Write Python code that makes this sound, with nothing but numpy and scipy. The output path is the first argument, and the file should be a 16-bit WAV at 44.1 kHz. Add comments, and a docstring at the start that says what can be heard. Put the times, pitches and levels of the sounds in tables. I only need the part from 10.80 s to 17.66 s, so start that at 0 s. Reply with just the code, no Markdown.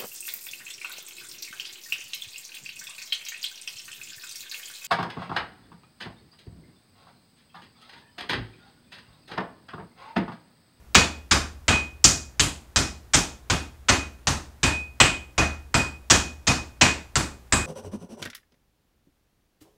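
"""A low appliance hum and still air in a small kitchen, then steady blows: a metal mallet on meat under film.
Each blow slaps the trapped air out (shaped noise), with tile and cupboard echoes and faint late treble noise.
The board knocks and the counter thuds (low modes and noise), and two close modes ring faintly in the mallet.
The room's tail is decaying noise. One microphone channel rounds off the loudest cracks and stops at a top frequency."""
import sys
import numpy as np
from scipy import signal
from scipy.fft import rfft, irfft, next_fast_len
from scipy.io import wavfile
from scipy.ndimage import uniform_filter1d

SR = 44100
rng = np.random.default_rng(int(sys.argv[2]) if len(sys.argv) > 2 else 0)


def write(x):
    x = np.atleast_2d(x).T
    wavfile.write(sys.argv[1], SR, np.round(np.clip(x, -1, 1) * 32767).astype(np.int16))

N = 302526

# Still room air, before levelling. Each row: frequency in Hz, gain in dB.
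AIR_SPECTRUM = [(25, -3.5), (65, 3.5), (110, -4.5), (250, -10), (600, -15.5), (1500, -19.5), (3000, -26.5),
                (8000, -30.5), (15000, -32.5)]
# Appliance hum. Each row: frequency in Hz, rms level in dB.
HUM_TONES = [(59.8, -52.5), (70.5, -56.5), (120, -63)]
# The blows; smack on the film and jolt into the board are relative to an ordinary blow.
# Each row: first touch in seconds, lag from touch to slap in seconds, smack in dB, brightness in dB per octave,
# air pocket resonance in Hz, treble peak in dB, jolt in dB.
BLOWS = [(0.1469, 0.0048, 6, 0, 3030, -2, 6.5), (0.5108, 0.0028, 0.8, 0.7, 1500, -3.5, -4.5),
         (0.881, 0.0013, -0.5, -1.8, 2680, 2.5, 6.5), (1.2416, 0.001, 6.5, 1.85, 6090, 0.5, -2.5),
         (1.596, 0.0007, -0.5, 2, 2970, 2.5, -11), (1.96, 0.0006, -1.5, 0.56, 5620, -1.5, -4),
         (2.335, 0.0062, 1.7, 1.6, 5140, -1, -7.5), (2.699, 0.001, -4.5, -1, 3800, -0.5, -8.5),
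         (3.0849, 0.0068, 1.5, -0.5, 2120, -2, -1.5), (3.4707, 0.0007, -4, -0.3, 5200, 1, -14.5),
         (3.831, 0.00074, -2.5, -0.8, 2900, 5, 4.5), (4.201, 0.0012, 5, -1.5, 2716, 7, 8),
         (4.5789, 0.0011, -3, -2, 1640, -1, 5), (4.942, 0.0015, -2.5, -1.1, 1570, 3.5, 4),
         (5.2997, 0.0065, 4.5, 0.94, 6260, -0.5, 3), (5.669, 0.0058, -1.7, 0, 5340, -2, 2.5),
         (6.011, 0.0033, 3.5, -0.76, 2540, 1.5, 6.5), (6.3558, 0.0005, -3.5, -0.06, 1090, 4, -11),
         (6.723, 0.002, -1.2, -1.4, 1710, 12, -2)]
# Film on wet meat, before levelling. Each row: frequency in Hz, gain in dB.
SLAP_SPECTRUM = [(150, -29), (400, -10), (650, -2), (1300, 1), (2200, -1), (4500, -1), (7200, -1),
                 (8400, -7), (9200, -23), (12000, -41)]
# What the walls keep of the slap after many bounces. Each row: frequency in Hz, gain in dB.
WALL_COLOUR = [(400, 4), (1500, 1.5), (3500, -2.5), (6800, -3), (8600, -3.5)]
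# The kitchen's decay. Each row: frequency in Hz, t60 in seconds.
KITCHEN_DECAY = [(60, 0.46), (250, 0.37), (1000, 0.51), (3000, 0.32)]
# Late treble noise after each slap, before levelling. Each row: frequency in Hz, gain in dB.
LATE_TREBLE_SPECTRUM = [(5000, -17), (8500, 0.5), (10000, -6), (12500, -15), (14500, -18.5), (15600, -29)]
# Counter and cupboard modes. Each row: frequency in Hz, relative strength in dB, t60 in seconds.
COUNTER_MODES = [(44.3, -6.5, 0.33), (57.3, -3, .27), (74.64, -5, 0.72), (96.5, 3.5, 0.24),
                 (123.4, -3, 0.22), (137.7, -1.5, 0.26)]
# Dull boom of the room under the blow, before levelling. Each row: frequency in Hz, gain in dB.
BOOM_SPECTRUM = [(22, -38.5), (45, -0.5), (110, -1), (170, -0.5), (260, -16.5), (700, -46), (2000, -69.5)]
# Knock of the cutting board, before levelling. Each row: frequency in Hz, gain in dB.
BOARD_SPECTRUM = [(90, -23.5), (180, -0.5), (230, 1), (330, -0.5), (390, -6), (520, -11.5), (900, -15),
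                  (3000, -58.5)]
# The mallet's close pair of bending modes. Each row: frequency in Hz, relative strength in dB, t60 in seconds.
MALLET_MODES = [(2493, 2, 0.38), (2502, 2, 0.3)]

TOP_HZ = 15700  # upper band limit
BLOW_SPAN = 0.12  # s over which the sounds of a blow are levelled
PEAK_HZ = 7880  # centre of the slap's narrow treble boost or cut
SLAP_DB = -21  # slap of an ordinary blow
# A jolting blow fills the room; a sharp smack stands out of it (dB, dB per dB).
ROOM_DB, ROOM_PER_JOLT, ROOM_PER_SMACK = 7, 0.21, -0.3
# Resonance of fully sealed air, stronger the harder it is squeezed (dB, dB per dB).
POCKET_DB, POCKET_PER_SMACK = 6.5, 0.9
LEAK_S = 0.004  # a head landing on its edge lets air leak: the resonance in dB falls by e per this much lag
# Late treble follows smack and treble peak (dB, dB per dB) and brightness (octaves).
TREBLE_DB, TREBLE_PER_SMACK, TREBLE_PER_PEAK, TREBLE_OCTAVES = -40, 0.4, 0.3, 2.1
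THUD_DB, THUD_PER_JOLT = -27.5, 0.14  # a hard jolt shakes the counter a little more (dB, dB per dB)
# The board knocks with both jolt and smack (dB, dB per dB).
KNOCK_DB, KNOCK_PER_JOLT, KNOCK_PER_SMACK = -28.3, 0.23, 0.47
CUSHION = 0.45  # trapped air cushions the knock (dB per dB of air pocket)
RING_DB = -35.5  # mallet ring of an ordinary blow


def amp(db):
    """Amplitude ratio of a level in dB."""
    return 10 ** (np.asarray(db) / 20)


def along(points, hz):
    """Interpolate (Hz, value) points on a log-frequency axis."""
    point_hz, values = np.transpose(points)
    return np.interp(np.log(hz + 1), np.log(point_hz + 1), values)


def level(x, span=None):
    """x scaled to rms 1 over its first span seconds (all of it by default)."""
    head = x if span is None else x[:int(span * SR)]
    return x / np.sqrt(np.mean(head ** 2) + 1e-20)


def fade(t, t60):
    """Exponential decay, 60 dB down after t60."""
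    return np.exp(-np.log(1000) * t / t60)


def bump(hz, centre_hz, octaves):
    """A bell curve of height 1 on a log-frequency axis."""
    return np.exp(-(np.log2((hz + 1) / centre_hz) / octaves) ** 2)


def colour(x, curve):
    """Causal minimum-phase filter whose gain in dB is curve(Hz)."""
    size = 2 * next_fast_len(len(x))
    gain = amp(curve(np.fft.rfftfreq(size, 1 / SR)))
    cepstrum = irfft(np.log(gain + 1e-6))
    # fold the cepstrum forward in time, so nothing sounds early
    cepstrum[1:size // 2] *= 2
    cepstrum[size // 2 + 1:] = 0
    response = np.exp(rfft(cepstrum))
    return irfft(rfft(x, size) * response)[:len(x)]


def add(track, s, sound):
    """Mix a sound into the track at time s."""
    part = track[round(s * SR):][:len(sound)]
    part += sound[:len(part)]


def background():
    """Still air is coloured noise; the appliance hum is steady sines at random phases."""
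    t = np.arange(N) / SR
    air = level(colour(rng.standard_normal(N), lambda hz: along(AIR_SPECTRUM, hz)))
    hum = np.zeros(N)
    for hz, db in HUM_TONES:
        hum += amp(db) * np.sqrt(2) * np.sin(2 * np.pi * (hz * t + rng.random()))
    return amp(-54) * air + hum


def spread(contact, arrivals):
    """Dense noise whose power is that of the contact, smeared over the arrival times of its echoes."""
    power = np.abs(signal.fftconvolve(contact ** 2, arrivals)[:len(contact)])
    return np.sqrt(power) * rng.standard_normal(len(contact))


def kitchen(t, contact, room_db, walls_db, walls_at, walls_spread):
    """Direct sound, a cluster of echoes from tiles and cupboards, then a duller diffuse tail."""
    walls = np.exp(-((t - walls_at) / walls_spread) ** 2)
    direct = t == 0
    near = spread(contact, direct + amp(walls_db) ** 2 * walls / walls.sum())
    diffuse = (fade(t, t60=0.32) * (1 - np.exp(-t / 0.02))) ** 2
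    far = spread(contact, diffuse / diffuse.sum())
    far = colour(far, lambda hz: along(WALL_COLOUR, hz))
    # single echoes stand out early on and merge as the sound spreads
    echoes = level(uniform_filter1d(rng.standard_normal(len(t)), size=40))
    echoes_db = 1.2 * echoes * fade(t, t60=0.8)
    return (near + amp(room_db) * far) * amp(echoes_db)


def echo_ripple(depth_db, count=70):
    """Echoes reinforce and cancel at new frequencies on each blow: random dB as a function of Hz."""
    gains_db = depth_db * rng.standard_normal(count)
    return lambda hz: np.interp(hz, np.linspace(0, TOP_HZ, count), gains_db)


def slap(t, lag, bright_db, pocket_hz, pocket_db, peak_db, room_db):
    """The film crackles as the head touches it, then cracks as the trapped air bursts out and the meat squashes."""
    after = np.maximum(t - lag, 0)
    touch = amp(-11.5) * (t < lag)
    burst = (t >= lag) * (fade(after, t60=0.0062) + amp(-23) * fade(after, t60=0.037))
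    heard = kitchen(t, touch + burst, room_db, walls_db=6.5, walls_at=0.0064, walls_spread=0.0084)
    ripple = echo_ripple(depth_db=1.5)

    def curve(hz):
        # a flatter blow is brighter
        tilt = bright_db * np.log2(np.clip(hz, 400, 8000) / 2000)
        # the air pocket under the head resonates
        pocket = pocket_db * bump(hz, pocket_hz, octaves=0.51)
        # a narrow boost or cut in the treble
        peak = peak_db * bump(hz, PEAK_HZ, octaves=0.19)
        return along(SLAP_SPECTRUM, hz) + tilt + pocket + peak + ripple(hz)

    return level(colour(heard, curve), BLOW_SPAN)


def tail(t, build):
    """Diffuse answer of the kitchen, energy 1: it builds up, then each frequency dies at its own speed."""
    hz, when, noise = signal.stft(rng.standard_normal(len(t)), SR, nperseg=256)
    decay = fade(when, along(KITCHEN_DECAY, hz)[:, None])
    x = signal.istft(noise * decay, SR, nperseg=256)[1][:len(t)]
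    x *= 1 - np.exp(-t / build)
    return x / np.linalg.norm(x)


def late_treble(t):
    """Faint treble noise, mostly 7 to 11 kHz, rises within about 13 ms of the slap and decays."""
    noise = tail(t, build=0.013)
    return level(colour(noise, lambda hz: along(LATE_TREBLE_SPECTRUM, hz)), BLOW_SPAN)


def ringing(t, modes, scatter_db, detune_hz, attack):
    """Damped modes, struck at new strengths, signs and slightly shifted pitches by every blow."""
    hz, db, t60 = np.transpose(modes)[:, :, None]
    strength, drift, side = rng.standard_normal((3, len(modes), 1))
    waves = np.sign(side) * np.sin(2 * np.pi * (hz + detune_hz * drift) * t)
    struck = amp(db + scatter_db * strength) * fade(t, t60) * waves
    return np.sum(struck, axis=0) * (1 - np.exp(-t / attack))


def rumble(t, spectrum):
    """A soft push, coloured by what it strikes and spread by the room."""
    return level(colour(tail(t, build=0.0058), lambda hz: along(spectrum, hz)), BLOW_SPAN)


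def thud(t):
    """The meat cushions the blow, so low modes of the counter and cupboards answer, over the room's boom."""
    modes = ringing(t, COUNTER_MODES, scatter_db=3.5, detune_hz=0.95, attack=0.014)
    counter = level(modes, BLOW_SPAN)
    return level(counter + amp(-6.5) * rumble(t, BOOM_SPECTRUM), BLOW_SPAN)


def knock(t):
    """The cutting board answers the push with a short low knock of coloured noise."""
    return rumble(t, BOARD_SPECTRUM)


def ring(t):
    """The mallet sings after the blow; its two modes and their echoes beat unevenly."""
    tone = ringing(t, MALLET_MODES, scatter_db=1.5, detune_hz=2, attack=0.008)
    in_room = signal.fftconvolve(tone, tail(t, build=0.0033))[:len(t)]
    # the hand damps what is left
    grip = np.exp(-(t / 0.3) ** 2)
    return level((in_room + amp(-2) * tone) * grip, 2 * BLOW_SPAN)


def pounding():
    """Each blow's smack drives slap and late treble, its jolt thud and ring, and both drive the board's knock."""
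    track = np.zeros(N)
    t = np.arange(SR * 3 // 4) / SR
    for s, lag, smack_db, bright_db, pocket_hz, peak_db, jolt_db in BLOWS:
        sealed = np.exp(-lag / LEAK_S)
        pocket_db = (POCKET_DB + POCKET_PER_SMACK * smack_db) * sealed
        room_db = ROOM_DB + ROOM_PER_JOLT * jolt_db + ROOM_PER_SMACK * smack_db
        treble_db = TREBLE_DB + TREBLE_PER_SMACK * smack_db + TREBLE_PER_PEAK * peak_db
        treble_db += TREBLE_OCTAVES * bright_db
        thud_db = THUD_DB + THUD_PER_JOLT * jolt_db
        knock_db = KNOCK_DB + KNOCK_PER_JOLT * jolt_db + KNOCK_PER_SMACK * smack_db
        knock_db -= CUSHION * pocket_db
        crack = slap(t, lag, bright_db, pocket_hz, pocket_db, peak_db, room_db)
        add(track, s, amp(SLAP_DB + smack_db) * crack)
        add(track, s + lag, amp(treble_db) * late_treble(t))
        add(track, s + lag, amp(thud_db) * thud(t))
        add(track, s + lag, amp(knock_db) * knock(t))
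        add(track, s + lag, amp(RING_DB + jolt_db) * ring(t))
    return track


def scene():
    """The quiet kitchen and the pounding together, on one channel."""
    return (background() + pounding())[None]


def record(dry):
    """The microphone channel flattens the loudest cracks near full scale, then drops all above the band limit."""
    clipped = dry / (1 + np.abs(dry) ** 6) ** (1 / 6)
    size = next_fast_len(N + SR)
    passband = np.fft.rfftfreq(size, 1 / SR) < TOP_HZ
    return irfft(rfft(clipped, size) * passband, size)[:, :N]


dry = scene()
out = record(dry)
write(out)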